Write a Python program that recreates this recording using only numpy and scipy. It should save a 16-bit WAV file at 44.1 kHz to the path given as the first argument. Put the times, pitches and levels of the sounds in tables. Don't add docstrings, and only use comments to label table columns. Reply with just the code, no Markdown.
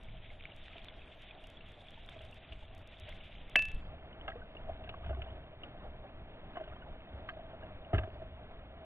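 import sys
import numpy as np
from scipy import signal
from scipy.fft import rfft, irfft, next_fast_len
from scipy.io import wavfile
from scipy.ndimage import map_coordinates

SR = 44100
rng = np.random.default_rng(int(sys.argv[2]) if len(sys.argv) > 2 else 0)


def to_wav(s):
    ch = np.atleast_2d(s).T
    pcm = np.round(np.clip(ch, -1, 1) * 32767)
    wavfile.write(sys.argv[1], SR, pcm.astype(np.int16))


def to_linear_factor(level_db):
    exponent = np.asarray(level_db, float) / 20
    return 10 ** exponent


N = 390279


def unit(x):
    return x / np.sqrt(np.mean(x ** 2) + 1e-20)


def along(points):
    f, db = np.transpose(points)
    return lambda hz: to_linear_factor(np.interp(np.log(hz + 1), np.log(f + 1), db))


def modes(peaks):
    def response(f):
        total = 0
        for k, (centre, width, db) in enumerate(peaks):
            damping = 1j * f * width
            total = total + (-1) ** k * to_linear_factor(db) * damping / (centre * centre - f * f + damping)
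        return total
    return response


def filtered(x, response):
    m = next_fast_len(N + SR // 2)
    return irfft(rfft(x, m) * response(np.fft.rfftfreq(m, 1 / SR)), m)[..., :N]


def wobble(rate):
    knots = rng.standard_normal(int(N * rate / SR) + 4)
    return map_coordinates(knots, [np.arange(N) * rate / SR], order=1)


def rings(s, db, hz, t60, rise, attack, size):
    s, db, hz, t60 = (np.asarray(v, float)[:, None] for v in (s, db, hz, t60))
    t = np.arange(size) / SR
    envelope = to_linear_factor(db - 60 * t / t60) * (1 - np.exp(-t / attack))
    wave = envelope * np.sin(2 * np.pi * hz * t * (1 + rise * t / t60))
    at = np.round(s * SR).astype(int) + np.arange(size)
    return np.bincount(at.ravel(), wave.ravel(), N + size)[:N]


# resonance in Hz, width in Hz, level in dB over flat.
CASE_AIR = [(643.4, 58.7, 9), (779, 65, -5)]


def case(calm, lumpy):
    def ringing(hz):
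        return np.prod([1 + modes([peak])(hz) for peak in CASE_AIR], axis=0) - 1
    return calm + filtered(lumpy, ringing)


# crest in seconds, strength in dB, fall in dB per second.
LAPS = [(.3, -67, 41), (.67, -54, 106), (.84, -51.5, 83), (1.01, -63, 70), (1.36, -60, 120), (1.5, -62, 27),
        (1.9, -58.5, 25), (2.22, -52.5, 74), (2.51, -53, 40), (2.8, -54, 13.5), (3.03, -54.5, 18),
        (3.6, -55.5, 82), (3.75, -50.5, 58.5), (3.87, -49.5, 120), (4.04, -50, 88.5), (4.29, -45.5, 95),
        (4.7, -43.5, 71), (5.06, -41, 35), (5.36, -51, 38), (5.89, -45, 100), (6.16, -51, 50.5),
        (6.41, -55, 78), (6.7, -49, 19), (7.15, -51.5, 26), (7.6, -54, 11.5), (7.97, -36, 128),
        (8.13, -44, 42), (8.4, -48.5, 78), (8.65, -51.5, 24)]
LAP_RISE_DB_PER_S, CALM_DB = 220.5, -65


def laps_db(s):
    crest, db, fall = np.transpose(LAPS)[..., None]
    level = db - np.where(s < crest, LAP_RISE_DB_PER_S * (crest - s), fall * (s - crest))
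    return 10 * np.log10(to_linear_factor(2 * level).sum(axis=0) + to_linear_factor(2 * CALM_DB))


# time in seconds, wavelet strength in dB, trickle flow in dB.
WATER_FLOW = [(0, -63, -65.5), (.5, -62, -62.5), (.84, -62, -60.5), (.96, -63.5, -64.5), (1.2, -63, -62.5),
              (2.4, -61.5, -63.5), (2.75, -62, -65.5), (3.05, -60.5, -60), (3.3, -62, -60),
              (3.72, -58.5, -66.5), (3.93, -56, -71), (5.25, -57.5, -67), (5.4, -56, -72),
              (6.2, -56.5, -75.5), (6.5, -55.5, -69.5), (6.85, -55.5, -72), (7, -56, -70),
              (8.85, -56.5, -73.5)]
SPLASH_FROM_DB, SPLASH_FOLLOWS = -46, 0.75


def slosh_db(s):
    splash = SPLASH_FOLLOWS * np.clip(laps_db(s) - SPLASH_FROM_DB, 0, None)
    return np.interp(s, *np.transpose(WATER_FLOW)[:2]) + splash


# time in seconds, swell in dB.
ROCKING = [(0, -59), (.9, -61.5), (1.1, -65), (2, -62.5), (2.8, -62.5), (3.7, -55), (4, -62), (4.8, -59.5),
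           (5.7, -63), (6.6, -60), (7.2, -61), (8.1, -61), (8.85, -65.5)]
# frequency in Hz, density in dB per Hz.
SWELL_COLOUR = [(6, -4.5), (18, 1.5), (32, -3.5), (60, -8.5), (120, -14), (250, -28.5), (500, -59)]
SLOSH_COLOUR = [(60, -5.5), (150, -1), (250, -3.5), (500, -7), (1000, -12), (1500, -13), (2500, -18.5),
                (3800, -19.5)]
TRICKLE_COLOUR = [(900, -29), (1600, -8.5), (2300, -2.5), (3000, -3), (3500, -1), (3800, -3.5), (4100, -16),
                  (4600, -16)]
# resonance in Hz, width in Hz, level in dB.
HULL_BOOM = [(64, 16, 0), (104, 37, -8)]
SWELL_FOLLOWS = 0.2


def water():
    t, coarse = np.arange(N) / SR, np.arange(0, N + 200, 200) / SR
    boom_db = np.interp(t, coarse, laps_db(coarse))
    wash_db = np.interp(t, coarse, slosh_db(coarse))
    swell_db = np.interp(t, *np.transpose(ROCKING)) + SWELL_FOLLOWS * (boom_db - CALM_DB)
    trickle_db = np.interp(t, *np.transpose(WATER_FLOW)[[0, 2]])
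    noise = rng.standard_normal((4, N))

    swell = unit(filtered(noise[0] * to_linear_factor(3.6 * wobble(9)), along(SWELL_COLOUR)))
    boom = filtered(noise[1] * to_linear_factor(3.0 * wobble(14)), modes(HULL_BOOM))
    boom = unit(filtered(boom, modes([(72, 120, 0)])))
    wavelets = filtered(noise[2], along(SLOSH_COLOUR)) * to_linear_factor(1.4 * wobble(12))
    slosh = unit(case(wavelets * to_linear_factor(0.76 * wobble(70)), wavelets * to_linear_factor(4.3 * wobble(45))))

    when, pitch, size, life = rng.random((4, 1400))
    hz = 2000 + 1900 * pitch ** .7
    bubble_db, bubble_t60 = -4 * np.log(0.03 + size), (12 + 30 * life) / hz
    bubbles = rings(when * N / SR, bubble_db, hz, bubble_t60, rise=0.04, attack=0.00062, size=800)
    hiss = filtered(noise[3] * to_linear_factor(3.0 * wobble(30)), along(TRICKLE_COLOUR))
    fizz = unit(unit(hiss) + 0.61 * unit(bubbles))

    low = to_linear_factor(swell_db + 7.0) * swell + to_linear_factor(boom_db - 3.5) * boom
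    return low + to_linear_factor(wash_db + 4.0) * slosh + to_linear_factor(trickle_db + 3.0) * fizz


def spray():
    when, pitch, size = rng.random((3, 260))
    s, hz = when * N / SR, 900 * 3.6 ** pitch
    db = 1.3 * (slosh_db(s) + 56.5) - 65.0 - 4 * np.log(.04 + size)
    return rings(s, db, hz, 45 / hz, rise=0.073, attack=.001, size=2200)


# start in seconds, length in seconds, level in dB.
SPLASHES = [
    (0.384, 0.15, -65),
    (0.751, 0.17, -64),
    (2.059, 0.13, -60),
    (4.276, 0.17, -54),
    (4.549, 0.18, -57),
    (4.829, .12, -57),
    (5.019, .3, -48),
    (6.558, 0.3, -47.5),
    (7.958, 0.15, -50.5),
]
SPLASH_LOW_HZ, SPLASH_SPAN, SPLASH_CYCLES = 700, 5, 8.2


def splashes():
    start, length, db = np.transpose(SPLASHES)[..., None]
    when, pitch, size = np.moveaxis(rng.random((len(SPLASHES), 60, 3)), 2, 0)
    s = (start + length * when).ravel()
    hz = (SPLASH_LOW_HZ * SPLASH_SPAN ** pitch).ravel()
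    level = (db - 5 * when - 4 * np.log(.04 + size)).ravel()
    return rings(s, level, hz, SPLASH_CYCLES / hz, rise=.05, attack=0.00044, size=900)


# start in seconds, peak in dB, pitch in Hz, t60 in seconds.
DROPS = [(0.0862, -51.5, 2240, 0.016), (0.3024, -51, 2130, 0.027), (0.4079, -47, 2440, 0.015),
         (0.4539, -37, 2240, 0.011), (0.519, -51, 2800, 0.028), (0.8855, -47, 3380, 0.025),
         (1.309, -48.5, 2463, 0.03), (1.441, -50.5, 2840, 0.027), (1.5703, -51.5, 3350, 0.029),
         (1.6082, -51.5, 2720, 0.026), (2.0892, -40.5, 3480, 0.0095), (2.3286, -50, 2720, 0.022),
         (4.129, -53.5, 2960, 0.029), (4.2113, -49.5, 3010, 0.034), (4.568, -47.5, 2790, 0.038),
         (5.634, -43, 2820, 0.016), (7.634, -56.5, 2790, 0.036), (7.8476, -53.5, 2850, 0.028)]
GULPS = [(0.709, -57.5, 1270, 0.06), (1.975, -54.5, 890, 0.059), (4.318, -45, 1646, 0.035),
         (4.373, -52, 1206, 0.051), (4.418, -50, 1500, 0.056), (4.875, -51, 1620, 0.044),
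         (4.941, -39, 1100, 0.026), (5.129, -51, 1144, 0.045), (5.26, -56.5, 1565, 0.04),
         (6.716, -52, 1220, 0.048), (6.823, -50, 1470, 0.044), (7.627, -47.5, 1620, 0.039),
         (4.356, -43.5, 478, 0.093), (5.17, -50.5, 376, 0.23)]


def drops():
    small = rings(*np.transpose(DROPS), rise=0.025, attack=0.00044, size=3000)
    large = rings(*np.transpose(GULPS), rise=.03, attack=0.0014, size=5000)
    return to_linear_factor(6.5) * small + to_linear_factor(4.0) * large


# start in seconds, peak in dB, brightness in dB per octave.
SNAPS = [(0.4377, -38, 4), (0.4539, -39.5, 5), (0.6814, -39, 2), (0.7816, -33.5, 10.5), (0.8452, -40, 8),
         (0.884, -35.5, 2), (.9061, -47, 8), (2.0894, -40, -4), (2.191, -43, 8), (2.5233, -37, 9),
         (4.2113, -46, 0), (4.8385, -49, -1), (4.8924, -35.5, 3.5), (4.9402, -52.5, 0), (5.0263, -50, -2),
         (5.0654, -50, 1), (5.1474, -42, 1), (5.219, -36, -3), (5.26, -52, -2), (6.569, -46, -4),
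         (6.7136, -50, -1), (7.9813, -33, -5), (8.0334, -43, -4)]
SNAP_HZ = [1500, 2220, 2900, 3605]
SNAP_DB, SNAP_T60_S = -1, 0.0058


def snaps():
    s, db, bright_db = np.transpose(SNAPS)
    spread = rng.standard_normal((len(s), 2, len(SNAP_HZ)))
    t60 = np.full(len(s), SNAP_T60_S)
    out = 0
    for k, hz in enumerate(SNAP_HZ):
        level = db + SNAP_DB + bright_db * np.log2(hz / SNAP_HZ[2]) + 1.8 * spread[:, 0, k]
        pitch = hz * (1 + 0.086 * spread[:, 1, k])
        out = out + rings(s + .0004, level, pitch, t60, rise=0, attack=0.00035, size=600)
    return out


# start in seconds, peak in dB, pitch in Hz, t60 in seconds.
BUMPS = [(2.516, -34, 59.6, 0.062), (3.739, -24.5, 20.9, 0.19), (3.739, -46, 60, .06),
         (5.038, -38, 73, 0.42), (5.097, -32, 67.8, 0.85), (5.072, -39, 104, 0.15),
         (7.9384, -18, 98.6, 0.13), (7.9391, -34, 193, .07), (7.9605, -28, 55.7, 0.1),
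         (7.976, -21.5, 67.2, 0.069), (7.9945, -33.5, 97, 0.3)]


def bumps():
    return -rings(*np.transpose(BUMPS), rise=-0.18, attack=0.0011, size=14000)


# start in seconds, peak in dB, pitch in Hz, t60 in seconds.
PINGS = [(4.282, -41, 1296, 0.061), (4.687, -42.5, 700, 0.036), (4.695, -35.5, 707, 0.042),
         (4.874, -46, 700, .04), (4.939, -46, 730, 0.036), (5.033, -53, 1250, .05), (5.067, -55, 1470, .04),
         (5.104, -51, 1400, .045), (5.129, -51, 1490, 0.065), (5.147, -50, 1100, .04),
         (5.219, -52.5, 1260, 0.036), (6.535, -58, 1660, 0.03), (6.557, -46.5, 1155, 0.036),
         (6.557, -49, 2960, 0.033), (6.569, -43, 1066, 0.054), (6.575, -49, 3000, .04),
         (6.6355, -56, 1530, .05), (6.733, -54, 1380, 0.044), (6.765, -57, 1200, .05),
         (6.76, -55, 3150, .04), (6.817, -54.5, 2900, .04), (6.8615, -56, 950, 0.038),
         (7.288, -38.5, 1214, 0.036), (7.291, -37, 1615, 0.049), (7.291, -39, 1760, 0.028),
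         (7.299, -47, 710, 0.052), (7.327, -51.5, 640, 0.12), (7.393, -43.5, 676, 0.068),
         (7.929, -37, 700, .04), (7.945, -45, 1236, 0.055), (7.98, -38, 1614, 0.036),
         (8.012, -57, 1590, 0.042), (8.033, -48.5, 1640, .04), (8.158, -48, 624, .08),
         (8.199, -49, 632, 0.06), (8.251, -50, 636, .08), (3.87, -56, 717, 0.052), (4.04, -51, 720, 0.065),
         (4.318, -44, 1910, 0.028), (4.357, -45.5, 700, 0.042), (4.84, -49, 700, 0.041),
         (5.009, -48, 684, 0.053), (5.058, -48, 680, 0.044), (5.127, -43, 674, .05),
         (5.17, -48, 678, 0.077), (5.193, -44.5, 682, 0.07), (5.237, -49, 716, .05),
         (5.285, -54, 2900, 0.043), (4.285, -40, 763, 0.051), (8.033, -48, 700, 0.056),
         (.757, -56, 670, 0.023), (4.33, -49, 654, .06), (4.808, -50, 666, 0.037), (4.892, -43, 657, 0.041),
         (5.26, -52, 680, .06), (5.275, -56, 2950, .03), (5.3, -58, 3150, 0.037), (8.048, -44, 653, 0.075),
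         (8.09, -51, 650, 0.066), (8.218, -43.5, 663, 0.034), (2.176, -50, 96, 0.1), (2.235, -51, 70, .15),
         (2.625, -54.5, 860, 0.044), (2.135, -57, 665, .05)]


def pings():
    return to_linear_factor(5.5) * rings(*np.transpose(PINGS), rise=0, attack=0.0017, size=5000)


# start in seconds, peak in the case in dB, deck in dB, hard edge in dB.
KNOCKS = [(0.756, -41, -15, -21), (0.931, -45.5, -16, -18), (2.163, -42.5, -20, -25),
          (2.206, -42, -14, -15), (2.522, -45, -21, -1.5), (3.085, -43, -16, -7.5), (4.279, -33, -3, -8),
          (4.299, -38, -10, -12), (4.55, -39, -19, -20), (4.693, -31.5, -20, -33), (4.839, -41, -20, -12.5),
          (4.891, -42.5, -7, 1.5), (4.938, -47, -4, -13), (5.042, -42, -12, -19), (5.061, -43.5, -13, -10),
          (5.093, -34, -17, -24), (5.106, -30, -21, -28), (5.218, -47, -4, 0), (5.635, -47, -8, 0),
          (6.554, -43, -3.5, -22.5), (6.569, -29.5, -14.5, -26), (6.6, -36, -17, -24),
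          (6.611, -30.5, -27, -25.5), (6.639, -45.5, -14, -10), (6.677, -39, -17, -19),
          (6.722, -42, -8, -25), (7.288, -48.5, 14.5, 7.5), (7.369, -36, -19, -32.5),
          (8.219, -35.5, -25, -27)]
# start in seconds, peak in the case in dB, deck in dB, hard edge in dB, case pitch in Hz.
BLOW = [
    (7.932, -22.5, -15.5, -23.5, 686),
    (7.944, -28, -5.5, -16, 652),
    (7.959, -35, -10, -14, 660),
    (7.982, -32.5, -3.5, -8.5, 638),
    (8.034, -36.5, -13, -19, 650),
    (8.074, -37, -29, -27, 643),
]
# resonance in Hz, width in Hz, level in dB.
WALL = [(215, 62, -2.5), (387, 74, 5)]
DECK = [(1030, 160, -8.5), (1265, 140, 1.5), (1610, 130, 2), (2100, 150, -3)]
HARD_EDGE = [(2820, 430, 5.5), (3630, 890, -2.5), (4620, 760, -2.5)]
KNOCK_T60_S, BLOW_LID_DB = 0.043, -4.5
WALL_DB, WALL_FOLLOWS, BLOW_WALL_DB = -55, 0.52, -7.5


def steep(body):
    centre = np.mean(body, axis=0)[0]
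    return lambda hz: modes(body)(hz) * modes([(centre, 1.3 * centre, 0)])(hz)


def knocks():
    contacts = [(*row, WALL_DB - row[1] + WALL_FOLLOWS * (row[1] + 42)) for row in KNOCKS]
    contacts += [(*row[:4], BLOW_WALL_DB) for row in BLOW]
    force, t = np.zeros((3, N + 4000)), np.arange(4000) / SR
    envelope = to_linear_factor(-60 * t / KNOCK_T60_S) * (1 - np.exp(-t / .0022))
    for start, peak_db, deck_db, edge_db, wall_db in contacts:
        scrape = envelope * rng.standard_normal((3, len(t)))
        level = peak_db + np.array([[wall_db + 22.5], [deck_db + 19.0], [edge_db + 16.5]])
        at = round((start - .001) * SR)
        force[:, at:at + len(t)] += to_linear_factor(level) * scrape

    s, db, *_ = np.transpose(contacts)
    t60 = np.full(len(s), KNOCK_T60_S)
    detune = rng.standard_normal((len(s), 2))
    pitch = np.r_[CASE_AIR[0][0] + 20 * detune[:len(KNOCKS), 0], [row[-1] for row in BLOW]]
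    out = rings(s, db + 1.0, pitch, 1.15 * t60, rise=0, attack=.002, size=6000)
    lid_db = db - 13.0 + BLOW_LID_DB * (np.arange(len(s)) >= len(KNOCKS))
    for hz in (490, 790):
        out = out + rings(s, lid_db, hz + 40 * detune[:, 1], t60, rise=0, attack=.002, size=4000)
    for push, body in zip(force, (WALL, DECK, HARD_EDGE)):
        out = out + filtered(push[:N], steep(body))
    return out


CLIP_STRUCK = [(1525, -36, 0.064), (1136, -39, 0.05), (980, -32, .02), (724, -25, 0.035), (630, -32, 0.072),
               (497.5, -32, 0.043), (300, -35, 0.043), (230.5, -41.5, 0.057)]
CLIP_CRACK = [(1739, 2, .0075), (1942, 2.9, .0108), (2432, -9, .022), (3024, -2.7, .015), (3206, -6, .0063)]
RING_HZ = [2638, 1729, 2440]
# level in dB, t60 in seconds.
RING_DECAY = [(-19, 0.32), (-36.5, 0.36), (-47.5, .3)]
CLIP_S, RING_ATTACK_S = 3.55576, .0029
CRACK_LAG_S, REBOUND_S, REBOUND_DB = 0.00077, 0.00182, -5.7


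def struck(partials, start, attack, size):
    hz, db, t60 = np.transpose(partials)
    return rings(np.full(len(hz), start), db, hz, t60, rise=0, attack=attack, size=size)


def clip():
    crack = struck(CLIP_CRACK, CLIP_S + CRACK_LAG_S, attack=0.0039, size=1000)
    crack = crack + to_linear_factor(REBOUND_DB) * np.roll(crack, round(REBOUND_S * SR))
    partials = [(hz, *row) for hz, row in zip(RING_HZ, RING_DECAY)]
    long = struck(partials, CLIP_S, attack=RING_ATTACK_S, size=22000)
    return struck(CLIP_STRUCK, CLIP_S, attack=0.0014, size=5000) - crack - long


def scene():
    lake = water() + spray() + splashes() + drops() + snaps()
    contacts = bumps() + pings() + knocks() + clip()
    return np.tile(lake + contacts, (2, 1))


# time in seconds, peak in dB.
TICKS = [(0.5641, -62.5), (0.7836, -74), (0.8462, -60), (1.221, -65.5), (1.4396, -65), (1.4712, -59),
         (1.5018, -61), (1.6886, -70), (1.72, -67), (1.907, -64), (2.0632, -65), (2.0956, -61.5),
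         (2.2189, -66), (2.2508, -65), (2.313, -64), (2.3446, -64), (2.5316, -72), (2.75, -62),
         (2.7806, -64), (2.8753, -61), (2.9993, -57), (3.0929, -59), (3.4976, -59.5), (3.717, -58),
         (3.7485, -62), (0.035, -66), (2.7907, -70)]
# time in seconds, peak in dB.
SPILLS = [
    (4.281, -84),
    (4.8904, -79),
    (5.085, -84),
    (5.635, -83),
    (7.935, -77),
    (7.99, -83),
]
# frequency in Hz, level in dB.
TICK_COLOUR = [(600, -38), (2500, -7), (5000, 7.5), (9000, 1.5), (12500, 0), (13000, -65)]
SPILL_COLOUR = [(2500, -20.5), (4500, 8), (7000, 2.5), (9500, -12), (12000, -39.5)]


def ticks():
    out = 0
    for rows, colour in ((TICKS, TICK_COLOUR), (SPILLS, SPILL_COLOUR)):
        s, db = np.transpose(rows)
        height = to_linear_factor(db + 13.5) * rng.choice([-1, 1], len(s))
        clicks = np.bincount(np.round(s * SR).astype(int), height, N)
        out = out + filtered(clicks, along(colour))
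    return out


# start in seconds, length in seconds, level in dB.
SPARE = [(0, .06, -64), (.31, .07, -80), (.55, .05, -77), (.64, .16, -90), (.97, .08, -87),
         (1.06, .19, -75), (1.4, .17, -81), (1.67, .33, -83), (2.04, .33, -71), (2.52, .14, -76),
         (2.74, .08, -84), (2.92, .06, -87), (3.08, .09, -91), (3.25, .08, -82), (3.59, .04, -84),
         (3.74, .1, -78)]
SHUT_DB, TICK_OPENS_DB, TICK_OPENS_S = -112, -29, 0.013


def spare_db(s):
    start, length, db = np.transpose(SPARE)[..., None]
    tick_s, tick_db = np.transpose(TICKS + SPILLS)[..., None]
    spells = np.where((s >= start) & (s <= start + length), db, SHUT_DB).max(axis=0)
    opened = np.where(abs(s - tick_s) < TICK_OPENS_S, tick_db + TICK_OPENS_DB, SHUT_DB).max(axis=0)
    return np.maximum(spells, opened)


# start in seconds, length in seconds, level in dB.
IMAGES = [(3.8, .1, -104), (3.97, .1, -113), (4.21, .16, -110), (4.43, .19, -111), (4.68, .03, -116),
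          (5.02, .08, -110), (5.63, .05, -112), (5.85, .07, -112), (6.5, .03, -112), (6.78, .03, -111),
          (6.86, .09, -113), (7.14, .1, -110), (7.271, .06, -95), (7.62, .05, -116), (7.85, .05, -113),
          (7.95, .25, -109), (8.29, .05, -116), (8.49, .09, -112), (8.63, .03, -115), (8.78, .06, -116)]
# frequency in Hz, level in dB.
GRIT = [(60, -45), (300, -34), (650, -9.5), (3800, -11.5), (4500, 2.5), (5200, -31.5)]
IMAGE_GAPS, EDGE_SWAY_DB, TOP_HZ = .2, 2.8, 12800
HASH_DB, HASH_GAPS = -29.5, 0.22
CEILING_HZ, CEILING_SWAY_HZ = 10900, 1100


def starved(x, floor_db, sharp_db, loud_db):
    hz, s, z = signal.stft(x, SR, nperseg=2048)
    hz = hz[:, None]
    blur = abs(z) * np.exp(2j * np.pi * rng.random(z.shape))
    blur_phase = np.exp(1j * np.angle(blur))
    starts = np.r_[0:240:6, 240:1025:24]
    band = np.searchsorted(starts, np.arange(1025), "right") - 1
    width = np.diff(np.r_[starts, 1025])[:, None]
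    power = (np.add.reduceat(abs(z) ** 2, starts) / width)[band]
    luck = rng.standard_normal((2, band[-1] + 1, len(s)))[:, band]
    luck = luck[..., np.arange(len(s)) // 2 * 2]

    bits_db = spare_db(s) + 94.0
    above = hz > 4150
    edge_sway = 2.5 * luck[0] + EDGE_SWAY_DB * luck[1, 0] + 9
    threshold_db = floor_db + np.where(above, 7 * luck[0] - .9 * bits_db, edge_sway)
    kept = power > to_linear_factor(2 * threshold_db)
    sharp = abs(z[50:]).max(axis=0) > to_linear_factor(sharp_db)
    below_ceiling = hz < CEILING_HZ + CEILING_SWAY_HZ * luck[0, 0]
    mid = np.where(above & ~sharp, blur, z) * np.where(hz > 3450, kept | sharp, 1)
    mid = mid * (sharp | below_ceiling) * (hz < TOP_HZ)

    blocks = (luck[1] > HASH_GAPS) & (bits_db > 3) & ~sharp & above & below_ceiling
    hash_level = to_linear_factor(np.minimum(bits_db, 14) - 95.0 + HASH_DB)
    mid = mid + blocks * hash_level * rng.standard_normal(z.shape) * blur_phase

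    start, length, db = np.transpose(IMAGES)[..., None]
    image = np.where((s >= start) & (s <= start + length), to_linear_factor(db), 0).max(axis=0)
    image = image * (hz > 3750) * (hz < 4950) * (luck[0] > IMAGE_GAPS)
    mid = mid + image * rng.standard_normal(z.shape) * blur_phase

    quiet = power[9:].sum(axis=0) < to_linear_factor(2 * loud_db)
    grit = blur * along(GRIT)(hz) * (luck[1] > -.8) * quiet
    return signal.istft(np.array([mid, grit]), SR, nperseg=2048)[1][:, :N]


def band_limit(x):
    return signal.sosfilt(signal.butter(12, 13000, fs=SR, output="sos"), x)


# frequency in Hz, gain in dB.
CONVERTER_EDGE = [(20, 0), (3500, 0), (3800, -5), (4000, -12), (4300, -11), (4600, -16), (4900, -40),
                  (20000, -90)]
SLIP_DRIFT = [(0, 145), (30, 205), (65, 240), (95, 228), (113, 190), (114, 174), (115, 203), (117, 180),
              (122, 186)]
SLIP_EVERY, SLIP_COUNT = 1376, 123
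STEP = SR / 8000


def record(dry):
    mono = filtered(dry[0], along(CONVERTER_EDGE))
    n, k = np.arange(N), np.arange(SLIP_COUNT)
    slips = k * SLIP_EVERY + np.interp(k, *np.transpose(SLIP_DRIFT))
    since = n - slips[np.clip(np.searchsorted(slips, n, "right") - 1, 0, None)]
    late = n >= slips[-1]
    ahead = np.where(late, 0, STEP * (since / SLIP_EVERY - .5))
    reading = [n + ahead - late * STEP / 2, n + ahead + late * STEP / 2]
    left, right = (map_coordinates(mono, [r], order=3, mode="nearest") for r in reading)
    mid, grit = starved((left + right) / 2, floor_db=-114, sharp_db=-64, loud_db=-45)
    mid = mid + ticks()
    side = (left - right) / 2 + grit * ~late
    return band_limit(np.array([mid + side, mid - side]))


dry = scene()
out = record(dry)
to_wav(out)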